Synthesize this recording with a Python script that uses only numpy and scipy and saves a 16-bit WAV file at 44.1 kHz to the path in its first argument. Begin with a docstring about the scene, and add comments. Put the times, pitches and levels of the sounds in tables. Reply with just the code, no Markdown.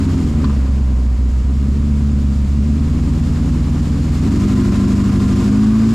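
"""An eight-cylinder engine booms and lopes as an off-road buggy crawls over rocks, heard from the cab.
It sags, stumbles on weak firings, then picks up in two steps. The firings ring the exhaust pipe,
buzz the bodywork and tap a loose panel. Valve gear clatters, the fan hisses, a belt-driven pump whines
and thin whistles rise under load. Rocks knock the steel chassis now and then; the frame rumbles below."""
import sys
import numpy as np
from scipy import signal
from scipy.fft import rfft, irfft, next_fast_len
from scipy.io import wavfile
from scipy.ndimage import uniform_filter1d, minimum_filter1d, map_coordinates

SR = 44100
rng = np.random.default_rng(int(sys.argv[2]) if len(sys.argv) > 2 else 0)


def master(y):
    """Save y as 16-bit WAV."""
    cut = np.clip(np.atleast_2d(y).T, -1, 1)
    pcm = np.round(cut * 32767)  # scale
    wavfile.write(sys.argv[1], SR, pcm.astype(np.int16))


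N = 261954
CRUISE_HZ, CLEAN_HZ, FULL_LOAD_HZ = 80, 100.5, 108  # firing rates


def amp(db):
    """Decibels to gain."""
    return 10 ** (np.asarray(db) / 20)


def unit(x):
    """Scale to rms 1."""
    return x / np.sqrt(np.mean(x ** 2) + 1e-20)


def along(points, hz):
    """Read (freq_hz, value) points on a log frequency axis."""
    freqs, values = np.transpose(points)
    return np.interp(np.log(hz + 1), np.log(freqs + 1), values)


def automation(points):
    """Draw (time_s, value) points as one value per sample."""
    return np.interp(np.arange(N) / SR, *np.transpose(points))


def wobble(rate_hz):
    """A smooth random curve with rate_hz turning points a second."""
    return map_coordinates(rng.standard_normal(4096), [np.arange(N) * rate_hz / SR], mode="mirror")


def filtered(x, response):
    """EQ x with a gain given as a function of frequency."""
    size = next_fast_len(N + SR // 2)
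    return irfft(rfft(x, size) * response(np.fft.rfftfreq(size, 1 / SR)), size)[..., :N]


def ringing(x, spectrum, size=16384):
    """Ring a body of the given spectrum; minimum phase, so it sounds only after each hit."""
    cepstrum = irfft(np.log(amp(along(spectrum, np.fft.rfftfreq(size, 1 / SR)))))
    cepstrum[1:size // 2] *= 2
    cepstrum[size // 2 + 1:] = 0
    return signal.fftconvolve(x, irfft(np.exp(rfft(cepstrum))))[:N]


# The revs sag, creep back, then climb in two steps: time_s, firing_rate_hz
REVS = [(0.02, 87.02), (0.16, 88.17), (0.3, 77.99), (0.4, 76.33), (0.6, 65.39), (0.81, 67.2), (0.95, 61.91),
        (1.39, 62.66), (1.56, 67.48), (1.81, 71.64), (2.05, 72.29), (2.2, 70.38), (2.48, 69.3),
        (2.69, 72.96), (2.95, 79.87), (3.39, 80.69), (4.14, 80.28), (4.44, 99.92), (5.38, 100.14),
        (5.55, 104.81), (5.9, 112.33)]

def crankshaft(start_firings=.33):
    """The engine's clock: its firing rate and a slightly unsteady running count of firings."""
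    rate_hz = automation(REVS)
    return rate_hz, start_firings + np.cumsum(rate_hz * (1 + .0015 * wobble(30))) / SR


# Pipe and cab resonances that the exhaust tones sweep through: freq_hz, level_at_cruise_db
PIPE = [(32, -7), (48, -10.5), (61, -4.5), (71, -11.5), (76, -14.5), (80, -19.5), (88, -19.5), (100, -25),
        (112, -28), (125, -23), (140, -22.5), (160, -25), (175, -34), (200, -24), (215, -19), (240, -26.5),
        (262, -28), (300, -37), (355, -42.5), (420, -54.5)]

def pipe_db(rate_hz, harmonic, db_per_octave=22):
    """Level of an exhaust tone: pulses grow with the revs and are coloured by each resonance."""
    return along(PIPE, harmonic * rate_hz) + db_per_octave * np.log2(rate_hz / CRUISE_HZ)


def exhaust_boom(firings, rate_hz, weak_db, lag_rad_per_db):
    """Three firing harmonics form a lopsided pulse; a weak firing is duller and lets the crank lag."""
    angle = 2 * np.pi * firings + lag_rad_per_db * weak_db
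    strength = wobble(45)
    first_db = pipe_db(rate_hz, 1) + .4 * wobble(5) + .58 * weak_db + .16 * strength
    second_db = pipe_db(rate_hz, 2) + .5 * wobble(8) + .76 + 1.2 * weak_db + .5 * strength
    third_db = pipe_db(rate_hz, 3) + .8 * wobble(8) + .7 + .52 * weak_db + strength
    return np.sqrt(2) * (amp(first_db) * np.cos(angle)
                         + amp(second_db) * np.cos(2 * angle + np.pi / 4)
                         + amp(third_db) * np.cos(3 * angle + np.pi / 4))


# Weak firings: time_s, dip_db
STUMBLES = [(.678, -4.5), (1.171, -8), (1.317, -7.5), (1.433, -8.5), (1.563, -0.5), (1.792, -1),
            (2.352, -3.5), (2.46, -0.5)]

def stumble_db(width_s, falters_per_s=2.3, mean_falter_db=-4):
    """Each weak firing, cued or random, dents the exhaust level for about one beat."""
    t = np.arange(N) / SR
    gaps, sizes = rng.random((32, 2)).T
    falters = zip(np.cumsum(2 * gaps / falters_per_s), 2 * sizes * mean_falter_db)
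    return sum(db * np.exp(-.5 * ((t - s) / width_s) ** 2) for s, db in [*STUMBLES, *falters])


def clean_db(rate_hz, fade_db_per_hz=.7):
    """At high revs the cylinders even out, and lope, burble and whine fade."""
    return -fade_db_per_hz * np.maximum(rate_hz - CLEAN_HZ, 0)


# The eight cylinders in firing order: relative_strength
CYLINDERS = [.5, .8, .6, .4, .75, .4, 1.25, .95]
# Overtones of the four-stroke cycle: cycle_multiple, relative_level_db, db_per_octave_of_revs
LOPE_TONES = [(3, -29, -14.0), (4, -23, 8.5), (5, -24.5, -2.0), (6, -15.5, 3.5), (7, -19, -5),
              (9, -25, -10), (10, -17.5, 26), (11, -10, -2), (12, -6.5, -10), (13, -10, -18), (14, -3, -17),
              (15, -12.5, 2), (17, -22, -8), (18, -10.5, 0), (19, -12, 12), (20, -6, 20.5), (21, -23, 23),
              (22, -14, 5), (23, -5.5, 2), (25, -11.5, -12), (26, -9.5, -7), (27, -4.5, -5), (28, 1, 10.5),
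              (29, -11.5, 0), (30, -5, 12), (32, -0.5, -9.5)]
# How unevenly the cylinders pull: time_s, gain_db
UNEVENNESS = [(0, -2), (.42, -1), (.62, -2), (1.4, -3.5), (1.7, -2), (2.65, -2.5), (3.05, .5), (4.15, .5),
              (4.45, 0), (5.4, 0), (5.9, 2)]

def exhaust_lope(firings, rate_hz, weak_db, waver_db, drift_rad, pipe_delay_s=.0052):
    """Unequal cylinders add overtones of the eight-firing cycle that lump together at the strong ones."""
    lope, octaves = np.zeros(N), np.log2(rate_hz / CRUISE_HZ)
    phases = np.angle(np.fft.fft(CYLINDERS))
    arrived = firings - rate_hz * pipe_delay_s
    for multiple, db, db_per_octave in LOPE_TONES:
        k = round(multiple)
        harmonic = k / len(CYLINDERS)
        angle = 2 * np.pi * harmonic * arrived + phases[k % len(CYLINDERS)] + drift_rad * wobble(9)
        level_db = db + db_per_octave * octaves + pipe_db(rate_hz, harmonic) + waver_db * wobble(11)
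        lope -= amp(level_db) * np.cos(angle)
    return np.sqrt(2) * lope * amp(automation(UNEVENNESS) + weak_db + clean_db(rate_hz))


def loose_hits(firings, scatter_beats=.07):
    """One hit per firing, a little off the beat: sample positions and random signed sizes."""
    beats = np.arange(1, int(firings[-1]))
    sizes, late = rng.standard_normal((1024, 2))[:len(beats)].T
    return np.interp(beats + scatter_beats * late, firings, np.arange(N)).astype(int), sizes


# Tone of the exhaust's ring: freq_hz, relative_level_db
BURBLE_EQ = [(20, -31), (35, -19), (60, -6.5), (95, -5.5), (124, -5.5), (145, -6.5), (180, -7.5), (220, -2),
             (250, -3.5), (275, 0), (310, -9), (400, -12), (520, -34), (800, -55), (1500, -98)]
# Barks as the throttle shuts and as it snaps open: peak_s, width_s, boost_db
BARKS = [(.25, 0.21, 5), (4.295, 0.11, 7)]

def exhaust_burble(firings, rate_hz, weak_db, cruise_db, db_per_octave):
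    """No two firings match in size or timing: the odd part of each rings the exhaust."""
    t = np.arange(N) / SR
    at, sizes = loose_hits(firings)
    burble = unit(ringing(np.bincount(at, np.tanh(sizes), N), BURBLE_EQ))
    level_db = cruise_db + db_per_octave * np.log2(rate_hz / CRUISE_HZ) + clean_db(rate_hz)
    bark_db = sum(db * np.exp(-.5 * ((t - peak_s) / width_s) ** 2) for peak_s, width_s, db in BARKS)
    return amp(level_db + bark_db + .8 * weak_db) * burble


# How hard the engine works, the fader for clatter, hiss and buzz: time_s, level_db
EFFORT = [(0.05, -46.5), (0.21, -46.5), (0.31, -49), (1.09, -53), (2.06, -51), (2.53, -51), (3.17, -48),
          (4.08, -47), (4.47, -42), (5.12, -43), (5.44, -42), (5.88, -42)]

def bay_levels(clatter_boost_db, hiss_boost_db, rattle_start_s=.36, rattle_db=2.5, settle_s=.64):
    """Clatter and hiss ride the effort; loose parts lift the clatter around the hardest knock."""
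    effort_db = automation(EFFORT)
    since_s = np.arange(N) / SR - rattle_start_s
    loose_db = rattle_db * (since_s > 0) * np.exp(-np.abs(since_s) / settle_s)
    return effort_db + clatter_boost_db + loose_db, effort_db + hiss_boost_db


# Body panels ringing behind the engine: freq_hz, width_hz, boost_db
PANELS = [(458.5, 25, 6), (764, 38, 3.5), (938, 57, 6.5), (1218, 39, 3), (1660, 15, 3.5), (2810, 11, 8.5),
          (6980, 39, 6.5)]
# Stereo image of the engine noise: freq_hz, left_right_correlation
STEREO_IMAGE = [(60, 0), (120, -7), (230, -1), (460, 0.87), (900, 0.6), (1770, 0.71), (3490, 0.65),
                (6860, 0.86), (13500, 0.37)]

def cab_noise(spectrum, drive):
    """Stereo noise of rms 1, shaken by drive and coloured by the panels."""
    def colour(hz):
        spread = np.arccos(np.clip(along(STEREO_IMAGE, hz), -1, 1)) / 2
        panels_db = sum(db / (1 + (2 * (hz - freq) / width) ** 2) for freq, width, db in PANELS)
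        return amp(along(spectrum, hz) + panels_db) * [np.cos(spread), np.sin(spread)]
    mid, side = filtered(drive * rng.standard_normal((2, N)), colour)
    return unit(np.array([mid + side, mid - side]))


# Midrange wash of the valve gear: freq_hz, relative_level_db
VALVE_EQ = [(200, -29), (400, 5), (505, 0), (590, 0), (740, -2), (850, -12), (1040, -3), (1300, -3),
            (1550, -6.5), (2200, -8.5), (3000, -15.5), (5000, -23), (9000, -68)]
# Airy top of the fan: freq_hz, relative_level_db
FAN_EQ = [(800, -21.5), (2500, 0.5), (3800, -0.5), (5000, 0.5), (6100, -2.5), (7000, -0.5), (7800, -2),
          (8200, -7.5), (9200, -6.5), (10200, -14), (12200, -12.5), (13800, -21.5), (15500, -51)]

def valves_and_fan(firings, clatter_db, hiss_db, clatter_depth, hiss_depth):
    """Valve clatter and fan hiss: two bands of noise that throb faintly with the firings."""
    beat = np.cos(2 * np.pi * firings) + .49 * np.cos(np.pi * firings)
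    clatter = cab_noise(VALVE_EQ, np.exp(clatter_depth * beat + .058 * wobble(350)))
    hiss = cab_noise(FAN_EQ, np.exp(hiss_depth * beat + .045 * wobble(350)))
    return amp(clatter_db + .25 * wobble(22.17)) * clatter + amp(hiss_db + .57 * wobble(23.96)) * hiss


# Partials of the whine: pulley_multiple, level_db
PUMP_PARTIALS = [(1, -25), (3, -34.5), (4, -39.5)]

def pump_whine(firings, rate_hz, turns_per_firing, db_per_octave=35):
    """A belt-driven pump whines with its load; the belt slips and flaps, roughening the tone."""
    angle = 2 * np.pi * turns_per_firing * firings + .17 * wobble(45) + .6 * wobble(9)
    whine = np.zeros(N)
    for multiple, db in PUMP_PARTIALS:
        flapping = amp(db - 1 + 3.5 * np.tanh(wobble(70)))
        whine += flapping * np.sin(round(multiple) * (angle + .17 * wobble(130)))
    load_db = db_per_octave * np.log2(np.minimum(rate_hz / FULL_LOAD_HZ, 1))
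    return amp(load_db + clean_db(rate_hz)) * whine


# Bodywork resonances: freq_hz, relative_level_db
BODYWORK = [(380, -8), (425, -9), (475, 8), (520, 1), (570, 6), (640, -2), (690, -9), (755, 1.5), (810, -9),
            (920, -1), (1020, 0), (1150, -7), (1500, -12)]
# Fader ride of the buzz against the clatter: time_s, offset_db
BUZZ_RIDE = [(0, -14), (.4, -5), (.6, -3.5), (.95, -2), (1.25, -5), (1.6, -7.5), (2.2, -6), (3.5, -6.5),
             (4.5, -10), (5.42, -9), (5.52, -5)]

def bodywork_buzz(firings, rate_hz, clatter_db, waver_db, half_harmonic_db=-6):
    """Whole and half firing harmonics buzz the bodywork, each lighting up as it crosses a resonance."""
    angle = 2 * np.pi * firings + .03 * wobble(45)
    stack = np.zeros(N)
    for harmonic in np.arange(6, 18, .5):
        db = along(BODYWORK, harmonic * rate_hz) + half_harmonic_db * (harmonic % 1 > 0)
        db += waver_db * np.tanh(wobble(25))
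        stack += amp(db) * np.sin(harmonic * angle + 2 * np.pi * rng.random())
    return amp(clatter_db + automation(BUZZ_RIDE)) * unit(stack)


# Rock hits: start_s, level_db, brightness_db
KNOCKS = [(.085, -30, -8), (.105, -28.5, -8), (.4415, -17.5, -5), (.449, -28, 7), (.471, -27, -8),
          (.496, -25, -7), (.505, -29, -7), (.665, -32, -8), (4.286, -29, -8), (4.62, -21.5, -12),
          (5.036, -23.5, -12), (5.098, -28, 3), (5.733, -21, -8), (5.754, -24.5, -8)]
# Steel ring of the chassis: pitch_hz, level_db, t60_s
CHASSIS_MODES = [(1030, -1.5, .06), (1120, -4, .045), (1185, -1, .06), (1290, -8, .05), (1440, -7, .04),
                 (1590, -7, .04), (2750, -14, .025), (3400, -8.5, .028), (4550, -9.5, .028)]
BRIGHT_HZ = 2000  # modes above this need a hard contact to ring fully

def chassis_knocks(ring_db, crack_db, crack_t60_s, attack_s):
    """Rocks jolt the chassis: a short crack and a steel ring, brighter for a hard contact."""
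    out, t = np.zeros((2, N + SR)), np.arange(SR // 4) / SR
    crack_band = signal.butter(4, [800, 4800], "band", fs=SR, output="sos")
    for start_s, level_db, bright_db in KNOCKS:
        ring = np.zeros(len(t))
        for hz, db, t60_s in CHASSIS_MODES:
            mode_db = db + bright_db * (hz > BRIGHT_HZ) + rng.normal(0, 1.5)
            ring += amp(mode_db - 60 * t / t60_s) * np.sin(2 * np.pi * hz * t + rng.normal())
        crack = signal.sosfilt(crack_band, rng.standard_normal((2, len(t))))
        blow = amp(ring_db) * ring + amp(crack_db + bright_db / 2 - 60 * t / crack_t60_s) * crack
        start = round(start_s * SR)
        out[:, start:start + len(t)] += amp(level_db) * blow * (1 - np.exp(-t / attack_s))
    return out[:, :N]


def panel_chatter(firings, rate_hz, full_load_db, db_per_octave, spread_db):
    """Every firing taps a loose panel against the chassis, some much harder than others."""
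    t = np.arange(SR // 8) / SR
    at, sizes = loose_hits(firings)
    ring = sum(amp(db - 60 * t / t60_s) * np.sin(2 * np.pi * hz * t)
               for hz, db, t60_s in CHASSIS_MODES if hz < BRIGHT_HZ)
    taps = signal.fftconvolve(np.bincount(at, amp(spread_db * sizes), N), ring)[:N]
    load_db = db_per_octave * np.log2(np.minimum(rate_hz / FULL_LOAD_HZ, 1))
    return amp(full_load_db + load_db) * unit(taps)


# Sub weight of the frame: freq_hz, relative_level_db
RUMBLE_EQ = [(10, -4), (18, 23), (25, 13), (36, 7), (60, -12), (150, -53)]

def frame_rumble(level_db):
    """The frame rumbles over the stones."""
    rumble = filtered(rng.standard_normal(N), lambda hz: amp(along(RUMBLE_EQ, hz)))
    return amp(level_db + .89 * wobble(9.8)) * unit(rumble)


# Faint whistles: peak_s, length_s, pitch_hz, level_db
WHISTLES = [(4.2, .9, 4383, -57), (4.7, .6, 3876, -58), (5.2, 1.2, 5388, -54), (5.75, .7, 4923, -50)]

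def whistles(flutter_rad):
    """Thin, rough metallic whistles swell and fade under load."""
    t, out = np.arange(N) / SR, np.zeros(N)
    for peak_s, length_s, hz, db in WHISTLES:
        swell = amp(db + 3 * wobble(40)) * np.exp(-(2 * (t - peak_s) / length_s) ** 2)
        out += swell * np.sin(2 * np.pi * hz * t + flutter_rad * wobble(60))
    return out


def cab_echo(x, echo_db, delay_s):
    """The cab wall's reflection widens the exhaust; long waves bend round the wall."""
    echo = filtered(x, lambda hz: hz / (hz + 500) * np.exp(-2j * np.pi * hz * delay_s))
    return x + amp(echo_db) * np.array([echo, -echo])


# Pan of the whole mix: freq_hz, left_minus_right_db
PAN = [(60, -0.5), (120, 0.0), (230, 0.5), (460, 1.0), (900, 1.5), (1770, 0.5), (3490, 0.0), (6860, 0.5),
       (13500, 4.0)]

def scene():
    """Crank speed and effort drive the engine's layers; knocks and rumble add the rocky ground."""
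    rate_hz, firings = crankshaft()
    clatter_db, hiss_db = bay_levels(clatter_boost_db=9.5, hiss_boost_db=4)
    weak_db = stumble_db(width_s=.01)
    exhaust = exhaust_boom(firings, rate_hz, weak_db, lag_rad_per_db=.13)
    exhaust += exhaust_lope(firings, rate_hz, weak_db, waver_db=1.5, drift_rad=.18)
    exhaust += exhaust_burble(firings, rate_hz, weak_db, cruise_db=-28, db_per_octave=6)
    tones = pump_whine(firings, rate_hz, turns_per_firing=3.46) + whistles(flutter_rad=1.1)
    tones += bodywork_buzz(firings, rate_hz, clatter_db, waver_db=3)
    bay = tones + valves_and_fan(firings, clatter_db, hiss_db, clatter_depth=.024, hiss_depth=.035)
    jolts = chassis_knocks(ring_db=-6, crack_db=-3, crack_t60_s=.05, attack_s=.001)
    jolts += panel_chatter(firings, rate_hz, full_load_db=-40, db_per_octave=28, spread_db=3.5)
    cab = cab_echo(exhaust, echo_db=-15, delay_s=.00585) + bay + jolts + frame_rumble(level_db=-37.5)
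    return filtered(cab, lambda hz: amp(np.outer([.5, -.5], along(PAN, hz))))


def compressor(x, knee_db, squeeze, makeup_db, window=1300):
    """A fast gain control takes back a share of whatever exceeds the knee."""
    level_db = 10 * np.log10(np.abs(uniform_filter1d(np.mean(x ** 2, 0), window)) + 1e-9)
    over_db = uniform_filter1d(np.maximum(level_db - knee_db, 0), window // 2)
    return x * amp(makeup_db - squeeze * over_db)


def limiter(x, ceiling_db, window=500):
    """A fast limiter holds the peaks under the ceiling."""
    gain = np.minimum(1, amp(ceiling_db) / (np.abs(x).max(0) + 1e-9))
    return x * uniform_filter1d(minimum_filter1d(gain, window), window)


def record(dry):
    """The master chain: even out the level, limit the peaks and cut the very top."""
    even = compressor(dry, knee_db=-14.5, squeeze=.5, makeup_db=.8)
    return filtered(limiter(even, ceiling_db=-4.4), lambda hz: hz < 15200)


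dry = scene()
out = record(dry)
master(out)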